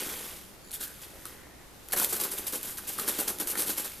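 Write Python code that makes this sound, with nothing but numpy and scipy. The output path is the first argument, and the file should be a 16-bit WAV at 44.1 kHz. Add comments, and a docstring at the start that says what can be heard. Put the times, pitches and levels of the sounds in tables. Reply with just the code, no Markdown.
"""Foam packing pieces settle with a soft crackle as a ferret and a stick stir them in a plastic bin.
The foam rustles twice, then is churned about ten times a second. Every shove is a swarm of tiny slips:
a bright crackle on top, a hollow rumble from the bin below. Single pieces snap, stick and paws knock,
and friction adds light scrapes and one thin squeal. Behind it all is a quiet carpeted room, humming faintly."""
import sys
import numpy as np
from scipy import signal
from scipy.fft import rfft, irfft
from scipy.io import wavfile

SR = 44100
rng = np.random.default_rng(int(sys.argv[2]) if len(sys.argv) > 2 else 0)


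def transcribe(u):
    """Save the signal u as a 16-bit wav file named by the first command-line argument.

    u: samples, shape (n,) or (channels, n), limited to [-1, 1]; the rate is SR.
    q: integer samples, one column per channel.
    """
    v = np.clip(np.atleast_2d(u).T, -1, 1)
    q = np.round(v * 32767).astype(np.int16)
    wavfile.write(sys.argv[1], SR, q)


N = 176400
TOP_HZ = 14100
SNAP_S = 0.0012  # decay of snaps and ticks
GRIPS_PER_S = 500  # stick-slip rate of scrapes and squeal
CRACKLE, RUMBLE = 0, 1  # which level column drives a layer


def stirred_bin(crackle_gain, rumble_gain, room_db=-8.5, room_t60_s=0.4):
    """Everything that sounds in the bin, with the room's short tail."""
    close = crackle(crackle_gain) + rumble(rumble_gain) + knocks() + scrapes() + squeal()
    room = burst(room_t60_s / np.log(1000), size=22050)
    return close + undb(room_db) * convolve(close, room)


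def shoving(layer, release_s, attack_s=0.0041):
    """Envelope of the shoves: each rises, holds and dies away, and overlaps add in power."""
    # shoves through the foam: start_s, hold_s, crackle_db, rumble_db
    shoves = [ (0.731, 0.016, -35, -62), (.806, 0.04, -35.5, -51), (1.019, 0.025, -45, -60),
              (1.264, 0.004, -45.5, -50), (1.928, 0.006, -28.5, -44), (1.967, 0.076, -27.5, -37.5),
              (2.093, 0.02, -34, -57), (2.127, 0.0091, -27.5, -35.5), (2.16, 0.01, -35.5, -44),
              (2.2, 0.016, -29.5, -37), (2.237, 0.01, -29, -36.5), (2.315, 0.019, -32.5, -42.5),
              (2.379, 0.0099, -33.5, -41), (2.469, 0.013, -32, -49), (2.527, 0.032, -33, -42),
              (2.632, 0.086, -39, -49), (2.775, 0.0056, -34, -55), (2.876, 0.024, -33, -45.5),
              (2.921, 0.016, -37.5, -59), (2.984, 0.037, -34, -41), (3.08, 0.01, -24, -34.5),
              (3.188, 0.022, -28.5, -37.5), (3.279, 0.014, -28, -36.5), (3.4, 0.012, -28.5, -36.5),
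              (3.474, 0.041, -30.5, -58), (3.575, 0.05, -28.5, -43), (3.667, 0.021, -32, -41.5),
              (3.693, 0.019, -28.5, -38), (3.778, 0.022, -30.5, -39), (3.846, 0.012, -35, -41)]
    t, power = np.arange(N) / SR, 0
    for start, hold, *db in shoves:
        rise = np.maximum(start - t, 0) / attack_s
        fall = np.maximum(t - start - hold, 0) / release_s
        power = power + (undb(db[layer]) * np.exp(-rise - fall)) ** 2
    return np.sqrt(power)


def shifting(layer):
    """Envelope of the foam that keeps shifting round the animal."""
    # level curve: time_s, crackle_db, rumble_db
    curve = [(0, -35, -37), (.06, -37, -41), (.31, -43, -50), (.45, -53, -60.5), (.6, -63.5, -62),
             (0.881, -52.5, -55.5), (.96, -52, -60), (1.14, -55, -53.5), (1.3, -50.5, -54),
             (1.5, -67, -57.5), (1.84, -58, -61.5), (1.96, -47, -43.5), (2.3, -45, -47.5),
             (2.85, -47.5, -53.5), (3.15, -38, -43.5), (3.4, -51.5, -48), (3.62, -44, -39.5),
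             (3.85, -42.5, -68), (4, -48.5, -53)]
    times, *levels = np.array(curve).T
    return undb(np.interp(np.arange(N) / SR, times, levels[layer]))


def crackle(shove_gain, wall_s=0.0042, wall_db=-4.5):
    """Bright shoves on top, duller shifting deep in the heap, single snaps; the bin's walls smear them."""
    # duller tone of buried foam: freq_hz, gain_db
    buried_eq = [(2500, 7), (11000, -2.5)]
    # single pieces snapping: start_s, level_db
    snaps = [(0.709, -36.5), (0.716, -35), (0.879, -38), (1.2546, -31.5), (1.886, -38), (1.911, -38),
             (1.922, -26), (1.9339, -22), (1.998, -22), (2.046, -18.5), (2.3855, -28.5), (2.63, -31),
             (2.997, -25), (3.2816, -24), (3.386, -32), (3.5545, -30), (3.7805, -27)]
    # bright tone of the whole crackle: freq_hz, relative_db
    crackle_eq = [(200, -44.5), (700, -17.5), (1500, -12.5), (3800, -7.5), (5600, -7.5), (8000, -4.5),
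                  (10500, -0.5), (12200, 1.5), (14000, -2)]
    foam = rubbing() * shove_gain + shade(rubbing() * shifting(CRACKLE), buried_eq)
    for start, db in snaps:
        snap = burst(SNAP_S) * undb(db) * np.sqrt(2 * SNAP_S * SR)
        i = int(start * SR)
        foam[i:i + len(snap)] += snap[:N - i]
    return colour(foam + undb(wall_db) * scatter(foam, wall_s), crackle_eq)


def rubbing(squeak_db=-6, tick_db=-5.5):
    """Foam slipping against foam: a swarm of tiny clicks and squeaks, with sparser crisp ticks."""
    slips = unit(scatter(clicks(per_s=3200), decay_s=0.0003))
    ticks = unit(scatter(clicks(per_s=130, spread_db=2.8), SNAP_S))
    return unit(slips + undb(squeak_db) * squeaks() + undb(tick_db) * ticks)


def squeaks(pieces=300, low_hz=900, decay_s=0.0025):
    """Pieces of different sizes each ring briefly at their own pitch when rubbed."""
    t = np.arange(1024) / SR
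    hits = clicks(per_s=900)
    piece = rng.integers(pieces, size=N)
    pitch_hz = rng.uniform(low_hz, TOP_HZ, (pieces, 1))
    rings = np.sin(2 * np.pi * pitch_hz * t) * np.exp(-t / decay_s)
    out = np.zeros(N + len(t))
    for i in np.flatnonzero(hits):
        out[i:i + len(t)] += hits[i] * rings[piece[i]]
    return unit(out[:N])


def rumble(gain):
    """Pieces bump the bin, which answers with hollow resonances."""
    # dull tone of the bumps: freq_hz, relative_db
    bump_eq = [(60, -55.5), (130, -13), (220, -6.5), (480, -1.5), (700, -9), (1000, -8), (1600, -9),
               (2300, -21)]
    # resonances of the bin, with gain relative to the bumps: pitch_hz, width_hz, gain_db
    bin_modes = [(219.5, 18, 1.5), (300.5, 22, 1.5), (350.5, 10.7, 4), (832, 25, 1)]
    bumps = unit(scatter(clicks(per_s=600), decay_s=0.0026))
    drive = colour(bumps * gain, bump_eq)
    rings = sum(undb(db) * resonate(drive, hz, width) for hz, width, db in bin_modes)
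    return undb(-3.0) * (drive + rings)


def knocks(rattle_s=0.0065, ring_cycles=5, ring_top_hz=550, size=4096):
    """Where the blow lands sets the plastic's pitch: low knocks ring briefly, high ones mostly rattle."""
    # stick and paws on the bin: start_s, level_db, pitch_hz
    blows = [(0.03, -49.5, 349), (0.067, -44.5, 309), (1.135, -55, 544), (1.254, -50, 1290),
             (1.933, -35, 1650), (1.934, -39, 844), (1.938, -35.5, 500), (1.999, -38.5, 1370),
             (2.017, -38, 886), (2.541, -41.5, 492), (2.784, -46.5, 1400), (2.986, -37.5, 1240),
             (3.189, -41.5, 313), (3.554, -38, 1600), (3.687, -46.5, 455)]
    out, t = np.zeros(N + size), np.arange(size) / SR
    for start, db, hz in blows:
        ring = np.sin(2 * np.pi * hz * t) * np.exp(-t * hz / ring_cycles)
        envelope = np.exp(-t / rattle_s) * (1 - np.exp(-t * hz))
        rattle = band(rng.standard_normal(size), hz, octaves=0.41) * envelope
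        knock = min(1, ring_top_hz / hz) * unit(ring) + unit(rattle)
        i = int(start * SR)
        out[i:i + size] += undb(db) * knock / np.linalg.norm(knock) * np.sqrt(2 * rattle_s * SR)
    return out[:N]


def scrapes():
    """Stick-slip clicks through one resonance, swelling and fading; slow rubs ring more narrowly."""
    # light scrapes of the crinkly toy on the wand as it lands, then the string sliding on the rim: peak_s,
    # half_length_s, level_db, centre_hz, width_octaves
    strokes = [(0.747, 0.013, -51, 3500, .35), (0.825, 0.021, -52, 3700, 0.4),
               (0.85, 0.06, -54.5, 1600, .26), (1.033, 0.014, -52, 3300, 0.88),
               (1.38, 0.23, -61.5, 1920, 0.25)]
    grip = clicks(GRIPS_PER_S)
    return sum(undb(db) * swell(peak, half) * unit(band(grip, hz, octaves))
               for peak, half, db, hz, octaves in strokes)


def squeal(pitches_hz=(4500, 6950, 10600)):
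    """A faint thin squeal leads into the first rustle: friction through narrow high resonances."""
    # its swell: peak_s, half_length_s, level_db
    shape = (0.7, 0.056, -57.5)
    peak, half, db = shape
    grip = clicks(GRIPS_PER_S)
    rings = sum(resonate(grip, hz, width_hz=400) for hz in pitches_hz)
    return undb(db) * swell(peak, half) * unit(rings)


def room_tone(level_db=-53):
    """A bed of soft, dark noise."""
    # bass-heavy tilt of the room: freq_hz, relative_db
    room_eq = [(25, -1), (230, -6.5), (800, -13.5), (2600, -20.5), (14000, -26)]
    return undb(level_db) * unit(colour(rng.standard_normal(N), room_eq))


def mains_hum(pitch_hz=59.7, level_db=-64.5):
    """The mains hums on one low sine."""
    return undb(level_db) * np.sqrt(2) * np.sin(2 * np.pi * pitch_hz * np.arange(N) / SR)


def clicks(per_s, spread_db=4.0):
    """Randomly timed clicks of uneven size."""
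    return (rng.random(N) < per_s / SR) * undb(spread_db * np.clip(rng.standard_normal(N), -2, 2))


def scatter(x, decay_s):
    """Give every click its own fresh, dying burst of noise with the same energy."""
    keep = np.exp(-2 / (decay_s * SR))
    power = signal.lfilter([1 - keep], [1, -keep], x ** 2 + 1e-18)
    return rng.standard_normal(N) * np.sqrt(power)


def burst(decay_s, size=2048):
    """A dying burst of noise with unit energy."""
    x = rng.standard_normal(size) * np.exp(-np.arange(size) / SR / decay_s)
    return x / np.linalg.norm(x)


def swell(peak_s, half_length_s):
    """A bell-shaped fade in and out."""
    return np.exp(-((np.arange(N) / SR - peak_s) / half_length_s) ** 2 / 2)


def resonate(x, hz, width_hz):
    """Ring one narrow resonance."""
    return signal.lfilter(*signal.iirpeak(hz, hz / width_hz, fs=SR), x)


def band(x, hz, octaves):
    """Keep a bell-shaped band round a centre."""
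    f = np.linspace(1, SR / 2, len(x) // 2 + 1)
    return irfft(rfft(x) / (1 + (np.log2(f / hz) / octaves) ** 2) ** 2, len(x))


def colour(x, eq, size=2048):
    """Minimum-phase EQ that keeps the power of white noise."""
    cepstrum = irfft(np.log(gains(eq, size + 1)))
    cepstrum[1:size] *= 2
    cepstrum[size + 1:] = 0
    response = irfft(np.exp(rfft(cepstrum)))
    return convolve(x, response / np.linalg.norm(response))


def shade(x, eq):
    """Zero-phase EQ that boosts and cuts by the given gains."""
    return irfft(rfft(x) * gains(eq, N // 2 + 1), N)


def gains(eq, size):
    """Gain at evenly spaced frequencies from (Hz, dB) points."""
    hz, db = np.array(eq).T
    return undb(np.interp(np.log(np.linspace(1, SR / 2, size)), np.log(hz), db))


def convolve(x, response):
    """Pass a sound through a response."""
    return signal.fftconvolve(x, response)[:N]


def unit(x):
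    """Scale to an rms of one."""
    return x / np.sqrt(np.mean(x ** 2))


def undb(db):
    """Decibels to gain."""
    return 10 ** (np.asarray(db) / 20)


def scene():
    """The bin and the hum straight ahead, the bin wide only in the treble; diffuse room tone around."""
    # stereo width of the bin: freq_hz, side_db
    bin_width = [(4500, -70), (8000, -11.5), (11000, -7)]
    # stereo width of the room tone: freq_hz, side_db
    room_width = [(90, -8), (260, -2)]
    crackle_gain = shoving(CRACKLE, release_s=0.016)
    rumble_gain = np.hypot(shoving(RUMBLE, release_s=0.024), shifting(RUMBLE))
    mid = stirred_bin(crackle_gain, rumble_gain) + room_tone() + mains_hum()
    side = shade(stirred_bin(crackle_gain, rumble_gain), bin_width) + shade(room_tone(), room_width)
    return np.array([mid + side, mid - side])


def record(dry):
    """A steep low-pass cuts the very top."""
    return signal.sosfilt(signal.ellip(12, .1, 80, TOP_HZ, fs=SR, output="sos"), dry)


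dry = scene()
out = record(dry)
transcribe(out)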